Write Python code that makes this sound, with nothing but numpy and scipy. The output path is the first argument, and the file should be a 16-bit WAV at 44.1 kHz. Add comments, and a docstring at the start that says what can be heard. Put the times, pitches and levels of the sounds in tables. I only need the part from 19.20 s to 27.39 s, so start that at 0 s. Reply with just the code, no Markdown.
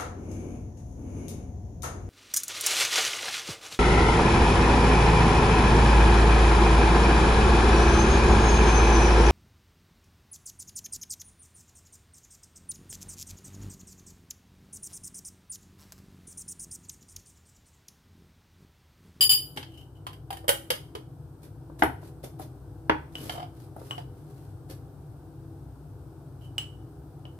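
"""A spoon taps twice on the rim of a cup, bright and ringing, as seasoning is portioned out in a small kitchen.
Cups and lids clack, containers thud and slide on the worktop, and the spoon scrapes and clicks in a tub.
Each hit is a noisy crack, a few ringing modes and a hollow air note; each slide is a grainy swell of noise.
Close, hard walls add short echoes, and a kitchen appliance hums faintly underneath."""
import sys
import numpy as np
from scipy import signal
from scipy.fft import rfft, irfft, next_fast_len
from scipy.io import wavfile
from scipy.ndimage import uniform_filter1d

SR = 44100
rng = np.random.default_rng(int(sys.argv[2]) if len(sys.argv) > 2 else 0)


def master(y):
    """Save y as 16-bit WAV."""
    cut = np.clip(np.atleast_2d(y).T, -1, 1)
    pcm = np.round(cut * 32767)  # scale
    wavfile.write(sys.argv[1], SR, pcm.astype(np.int16))


N = 361161
RING = int(.6 * SR)  # samples in one hit or room tail
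BASS_HZ, TREBLE_HZ = 1500, 6000  # a hit's level is the peak of its mids, between these two
FIRM_DB = -22  # level of a firm hit

# The appliance's rush of air and its thin whine: (frequency [Hz], gain [dB])
AIR_COLOUR = [(22, -29.5), (48, -17), (65, -5), (140, 1.5), (215, -22.5), (290, -8.5), (540, -23.5),
              (760, -21), (1100, -29.5), (1500, -31.5), (1950, -46.5), (5200, -45.5), (6800, -48.5),
              (11500, -44.5), (15500, -46.5)]
WHINE_COLOUR = [(6500, -50.5), (7900, -21.5), (8250, 1.5), (8750, -3.5), (9200, -23), (11000, -50)]
# Motor and mains tones, ahead of the fader: (frequency [Hz], level [dB])
HUM_TONES = [(62, -54.5), (100, -51.5), (128, -52.5), (150, -55), (268, -67.5), (328, -56), (404, -64),
             (489, -65.5), (756, -75)]
# The whine, ahead of the fader: (time [s], level [dB])
WHINE_LEVEL = [(5.4, -78.5), (5.7, -79.5)]
# Level of the whole background bed over time, rising a few dB: (time [s], gain [dB])
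APPLIANCE_FADER = [(1.0, -3.5), (2.6, -1.5), (4.0, -0.6)]

# Friction: surface hiss, a sliding body's rumble, a scrape's narrow ring: (frequency [Hz], gain [dB])
HISS_COLOUR = [(300, -21), (1500, -9.5), (4200, 2.5), (6800, -2.5), (10000, 2.5), (13500, 3),
               (15500, -14.5)]
RUMBLE_COLOUR = [(60, -11.5), (300, 10), (550, 5), (750, -2.5), (1300, -7.5), (2500, -12.5), (6000, -26)]
SCRAPE_COLOUR = [(1000, -33), (2600, -14), (3020, 9), (3400, -17), (6000, -23)]
# Things slide over the worktop: (start [s], length [s], dry hiss level [dB])
SLIDES = [(0.358, 0.032, -51.5), (2.215, 0.046, -62), (2.585, 0.032, -54), (2.807, 0.1, -65),
          (3.029, 0.022, -50), (3.185, 0.06, -57.5), (3.915, 0.29, -54.5), (4.33, 0.16, -68.5),
          (4.542, 0.3, -64.5), (4.873, 0.53, -73.5), (5.48, 0.062, -56)]
# The spoon scrapes a vessel's wall: (start [s], length [s], dry ring level [dB])
SCRAPES = [(0.471, 0.2, -62.5), (0.745, 0.044, -70), (3.97, 0.31, -74), (7.209, 0.056, -62.5)]

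# The modes each object rings with: (frequency [Hz], gain [dB], t60 [s])
TUB_MODES = [(2950, 0, .08), (3020, -3, .04), (7880, -16, .03), (9520, -21, .035), (11000, -30, .04),
             (14750, -25, .03)]
WORKTOP_MODES = [(75, -9, 0.38), (263, -12, 0.053), (312, 6.5, 0.13), (421, 2, 0.077), (751, -6.5, 0.035),
                 (824, -13, .06), (940, -7, 0.2), (1506, -7, 0.065), (1740, -44.5, .06)]
CUP_MODES = [(1238, -10, .07), (2150, -9, .05), (2980, -3, .05), (3130, -1, .07), (4834, -10, .08),
             (8050, -12, .06), (8300, -14, .07), (9610, -12, .1), (10910, -4, .04), (11500, -9, .04),
             (12720, -13, .06), (13970, -12, .04)]
SPOON_MODES = [(1863, -35, .16), (2970, -9, .06), (3035, -2, .11), (4846, 1, .15), (7205, -14, .12),
               (8170, -18, .11), (9598, -11, .15), (10735, -6, .12), (10870, -9, .07), (11120, -11, .09),
               (11620, -16, .12), (12690, -13, .16), (14215, -9, .09), (14815, -10, .14)]
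# The colour of each contact's crack: (frequency [Hz], gain [dB])
TUB_CRACK = [(200, -9.5), (700, -2), (1700, 8), (2400, -2), (3000, -4.5), (3700, 1.5), (5500, 1),
             (7600, -3), (8700, -16), (11000, -11.5), (15000, -45)]
WORKTOP_CRACK = [(60, -24.5), (150, -4.5), (280, 8), (560, 0), (850, 5), (1700, -7), (2500, -20.5),
                 (3200, -22), (3700, -31), (4500, -34.5), (7000, -39), (11000, -24.5), (15000, -37.5)]
CUP_CRACK = [(120, -20), (250, -8), (500, 2.5), (850, 11.5), (1700, -1.5), (2500, -8.5), (3200, -4),
             (4500, -10.5), (6500, -12), (9000, -3.5), (11300, -1.5), (15000, -10.5)]
RIM_CRACK = [(150, -19), (900, -9.5), (2000, -13.5), (3100, 3), (4300, -6), (6200, -16), (9000, -9),
             (11000, -5), (13000, -4.5), (15000, -0.5)]

# The spoon clicks in the tub: (time [s], level [dB], bass against mids [dB])
TUB_CLICKS = [(3.9539, -33, -11.5), (4.7093, -31, -2), (7.381, -24, -14.5), (8.0534, -47, 0)]
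# Containers land on the worktop: (time [s], level [dB], treble against mids [dB], hollow note [Hz])
THUMPS = [(2.4985, -74, -3.5, 530), (2.622, -17.5, -27, 780), (2.6337, -29, -2.5, 715),
          (2.8292, -76, -9, 660), (3.0374, -65.5, 8.5, 550), (3.1962, -60, 11.5, 770),
          (3.6956, -19, -31, 880), (4.5638, -65.5, 7, 646), (4.6153, -69.5, 3, 497)]
# Cups and lids knock together: (time [s], level [dB], bass against mids [dB])
CUP_KNOCKS = [(0.3731, -32.5, -5), (0.428, -41.5, -8), (0.867, -39, 5), (0.9306, -49.5, -23),
              (1.105, -38.5, 7.5), (1.1274, -42, 6), (1.1695, -46, -4), (1.2421, -64, 24.5),
              (1.2808, -26, 0.5), (1.2906, -18.5, 1), (1.503, -22.5, -2), (1.751, -40.5, 7.5),
              (4.095, -30.5, -3), (4.7795, -44, 9)]
# The hollow note falls as the cup is covered; the clacks are brightest near 1.3 s and duller before
# and after: (time [s], hollow note [Hz], treble against mids [dB])
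CUP_TONE = [(0.38, 860, -16), (0.867, 1025, -7), (1.17, 730, -2), (1.26, 549, 1.5), (1.75, 450, -8.5),
            (4.1, 719, -15)]
# The spoon taps the rim: (time [s], level [dB], gap to the bounce [s])
RIM_TAPS = [(0.0084, -18, 0.014), (0.093, -17.5, 0.02)]


def undb(db):
    """Decibels to gain."""
    return 10 ** (np.asarray(db) / 20)


def decay(t60):
    """An exponential fade that loses 60 dB in t60 seconds."""
    return np.exp(-np.log(1000) * np.arange(RING) / SR / t60)


def unit(x):
    """Scale stereo to an average energy of one per channel."""
    return x / np.sqrt(np.sum(x ** 2) / 2)


def at_rms(x, db):
    """Scale to an rms level."""
    return x * undb(db) / np.sqrt(np.mean(x ** 2))


def panned(x, db):
    """Tilt the balance to the left by db."""
    return x * undb(np.array([[db], [-db]]) / 2)


def add(out, x, time_s):
    """Mix x into out from time_s on."""
    start = max(int(time_s * SR), 0)
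    out[:, start:start + x.shape[1]] += x[:, :N - start]


def coloured(x, points):
    """Minimum-phase EQ through (frequency [Hz], gain [dB]) points."""
    n = next_fast_len(x.shape[1] + RING // 8, True)
    hz, db = np.transpose(points)
    log_hz = np.log(np.maximum(np.arange(n // 2 + 1) * SR / n, 1))
    gain = undb(np.interp(log_hz, np.log(hz), db))
    cepstrum = irfft(np.log(gain), n)
    cepstrum[1:n // 2] *= 2
    cepstrum[n // 2 + 1:] = 0
    return irfft(rfft(x, n) * np.exp(rfft(cepstrum)), n)[:, :x.shape[1]]


def diffuse(n, wide_hz=750):
    """Stereo noise, centred in the bass and wide above wide_hz."""
    mid, side = rfft(rng.standard_normal((2, n)))
    hz = np.arange(len(mid)) * SR / n
    likeness = .98 / (1 + (hz / wide_hz) ** 2)
    return irfft(mid * np.sqrt(1 + likeness) + np.array([[1], [-1]]) * side * np.sqrt(1 - likeness), n)


def wander(rate_hz, n):
    """Random values joined by ramps, rate_hz of them a second."""
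    step = max(int(SR / rate_hz), 1)
    return uniform_filter1d(np.repeat(rng.standard_normal(n // step + 1), step), step)[:n]


def kitchen(x, wet_db, near_t60=.22, build_s=.0015, late_db=-13, late_t60=.42):
    """Dry sound, dense echoes off close, hard walls, and a weak longer tail from the rest of the room."""
    near = diffuse(RING) * decay(near_t60)
    late = undb(late_db) * diffuse(RING) * decay(late_t60)
    build_up = 1 - np.exp(-(np.arange(RING) / SR / build_s) ** 2)
    echoes = unit(build_up * (near + late))
    return np.pad(x, ((0, 0), (0, RING - 1))) + undb(wet_db) * signal.fftconvolve(x, echoes, axes=1)


def ringing(modes, detune=0, split_hz=28, twin_gain=.4):
    """Damped modes that slight asymmetry splits into beating pairs; the high ones spread wide."""
    t, out = np.arange(RING) / SR, 0
    for (hz, db, t60), (shift, side, split) in zip(modes, rng.standard_normal((len(modes), 3))):
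        spread = np.sign(side) * np.pi / 4 * min(hz / BASS_HZ, 1) * np.array([[1], [-1]])
        phase = 2 * np.pi * hz * (1 + detune * shift) * t + spread  # the grip shifts each mode a little
        beat = 2 * np.pi * split_hz * (np.sign(split) + split / 2) * t
        out = out + undb(db) * decay(t60) * (np.sin(phase) + twin_gain * np.sin(phase + beat))
    return unit(out)


def voiced(x, db, bass_db, treble_db, window=220):
    """A hit's force and hardness set the peak short-term level of its bass, mids and treble."""
    bass, below_treble = [signal.sosfiltfilt(signal.butter(4, hz, fs=SR, output="sos"), x, padtype=None)
                          for hz in (BASS_HZ, TREBLE_HZ)]
    out = 0
    for band, offset_db in (bass, bass_db), (below_treble - bass, 0), (x - below_treble, treble_db):
        power = uniform_filter1d(np.mean(band ** 2, axis=0), window, mode="constant")
        out = out + band * undb(db + offset_db) / np.sqrt(power.max())
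    return out


def hits(events, modes, crack_colour, crack_t60, rise_s, ring_db, hollow_db, hollow_t60,
         wet_db, pan_db, left_lag_s, wide_hz, detune=.0007):
    """Each hit is a crack of many dead modes, the few that ring on and the air note of the vessel."""
    out = np.zeros((2, N))
    attack = 1 - np.exp(-np.arange(RING) / SR / rise_s)
    for time_s, db, bass_db, treble_db, hollow_hz in events:
        crack = unit(coloured(diffuse(RING, wide_hz) * decay(crack_t60), crack_colour))
        hollow = undb(hollow_db) * ringing([(hollow_hz, 0, hollow_t60)])
        knock = crack + hollow
        knock[0] = np.pad(knock[0], (int(left_lag_s * SR), 0))[:RING]
        ring = undb(ring_db) * ringing(modes, detune)
        in_room = kitchen(attack * (knock + ring), wet_db)[:, :RING]
        add(out, panned(voiced(in_room, db, bass_db, treble_db), pan_db), time_s)
    return out


def rubbing(strokes, layers, grain_db, grain_hz, wet_db, pan_db):
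    """Each stroke swells and fades, catching and slipping, in noise layers of (colour, gain [dB])."""
    out = np.zeros((2, N))
    for start_s, length_s, db in strokes:
        n = int(length_s * SR)
        swell = np.sqrt(np.hanning(n)) * undb(grain_db * wander(grain_hz, n))
        friction = sum(at_rms(coloured(diffuse(n) * swell, colour), db + gain_db)
                       for colour, gain_db in layers)
        add(out, panned(kitchen(friction, wet_db), pan_db), start_s)
    return out


def appliance(waver=.81, waver_hz=7, pan_db=2):
    """The bed: wavering motor and mains tones, a low rush of air and a faint whine; the whole background rises
    slowly over the first seconds."""
    t = np.arange(N) / SR
    air = at_rms(coloured(diffuse(N, wide_hz=1068), AIR_COLOUR), db=-45)
    whine = at_rms(coloured(diffuse(N), WHINE_COLOUR), np.interp(t, *np.transpose(WHINE_LEVEL)))
    hum = 0
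    for hz, db in HUM_TONES:
        sway = 1 + waver * (wander(waver_hz, N) + 1j * wander(waver_hz, N))  # in level and phase
        tone = np.exp(2j * np.pi * (hz * t + rng.random()))
        hum = hum + at_rms(np.real(sway * tone), db)
    fader = undb(np.interp(t, *np.transpose(APPLIANCE_FADER)))
    return panned(air + whine + hum, pan_db) * fader


def spoon_scrapes():
    """The spoon drags along a vessel's wall: a gritty, narrow ring with a little hiss."""
    layers = [(SCRAPE_COLOUR, 0), (HISS_COLOUR, -8)]
    return rubbing(SCRAPES, layers, grain_db=7.5, grain_hz=167, wet_db=0, pan_db=1)


def worktop_slides():
    """Things brush over the worktop: the surface hisses and the sliding body rumbles."""
    layers = [(HISS_COLOUR, 0), (RUMBLE_COLOUR, 4.5)]
    return rubbing(SLIDES, layers, grain_db=5, grain_hz=280, wet_db=1, pan_db=0)


def tub_clicks(firm_treble_db=-9.5, hollow_hz=700):
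    """The spoon clicks against the tub; the lighter the click, the duller it is."""
    events = [(time_s, db, bass_db, firm_treble_db - (FIRM_DB - db), hollow_hz)
              for time_s, db, bass_db in TUB_CLICKS]
    return hits(events, TUB_MODES, TUB_CRACK, crack_t60=.018, rise_s=.00014, ring_db=14,
                hollow_db=-8, hollow_t60=.019, wet_db=-3, pan_db=.5, left_lag_s=.00043, wide_hz=2870)


def worktop_thumps(firm_bass_db=6.5, softening=.47):
    """Containers thud on the worktop; the gentler the landing, the more of it is bass."""
    events = [(time_s, db, firm_bass_db + softening * (FIRM_DB - db), treble_db, hollow_hz)
              for time_s, db, treble_db, hollow_hz in THUMPS]
    return hits(events, WORKTOP_MODES, WORKTOP_CRACK, crack_t60=.024, rise_s=.0015, ring_db=-2,
                hollow_db=3, hollow_t60=.017, wet_db=-3.5, pan_db=.8, left_lag_s=.0001, wide_hz=700)


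def cup_chatter(start_s=4.145, length_s=.085, count=8, db=-50, scatter_db=2, bass_db=11.5):
    """A dragged cup skips in a run of light, uneven knocks."""
    for k, (jitter, force) in enumerate(zip(rng.random(count), rng.standard_normal(count))):
        yield start_s + length_s * (k + jitter) / count, db + scatter_db * force, bass_db


def cup_knocks():
    """Cups and lids clack, brightest near 1.3 s; the hollow note falls as the cup is covered."""
    times, note_hz, treble_db = np.transpose(CUP_TONE)
    events = [(time_s, db, bass_db, np.interp(time_s, times, treble_db), np.interp(time_s, times, note_hz))
              for time_s, db, bass_db in [*CUP_KNOCKS, *cup_chatter()]]
    return hits(events, CUP_MODES, CUP_CRACK, crack_t60=.053, rise_s=.00042, ring_db=-7.5, detune=.012,
                hollow_db=3, hollow_t60=.056, wet_db=-3.5, pan_db=-1, left_lag_s=.00043, wide_hz=3010)


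def spoon_choke(touch_s=.012, depth_db=-12):
    """A gain dip just before the second tap, as the spoon comes back to the rim and chokes its ring."""
    approach = (np.arange(N) / SR - RIM_TAPS[1][0]) / touch_s
    return undb(depth_db * np.exp(-approach ** 2) * (approach < 0))


def rim_taps(bass_db=-28, treble_db=1.5, bounce_db=-4, bounce_treble_db=-2, hollow_hz=1100):
    """The spoon rings on the cup's rim, each tap followed by one softer, duller bounce."""
    events = []
    for time_s, db, gap_s in RIM_TAPS:
        events.append((time_s, db, bass_db, treble_db, hollow_hz))
        events.append((time_s + gap_s, db + bounce_db, bass_db, bounce_treble_db, hollow_hz))
    taps = hits(events, SPOON_MODES, RIM_CRACK, crack_t60=.05, rise_s=.00065, ring_db=9,
                hollow_db=-22, hollow_t60=.013, wet_db=6, pan_db=2, left_lag_s=.0001, wide_hz=812)
    return taps * spoon_choke()


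def scene():
    """Hits up front, friction behind them, the appliance underneath."""
    impacts = rim_taps() + cup_knocks() + worktop_thumps() + tub_clicks()
    friction = worktop_slides() + spoon_scrapes()
    return impacts + friction + appliance()


def record(dry):
    """A steep low-pass trims the very top."""
    top_hz = 15500
    return signal.sosfilt(signal.ellip(10, .2, 80, top_hz, fs=SR, output="sos"), dry)


dry = scene()
out = record(dry)
master(out)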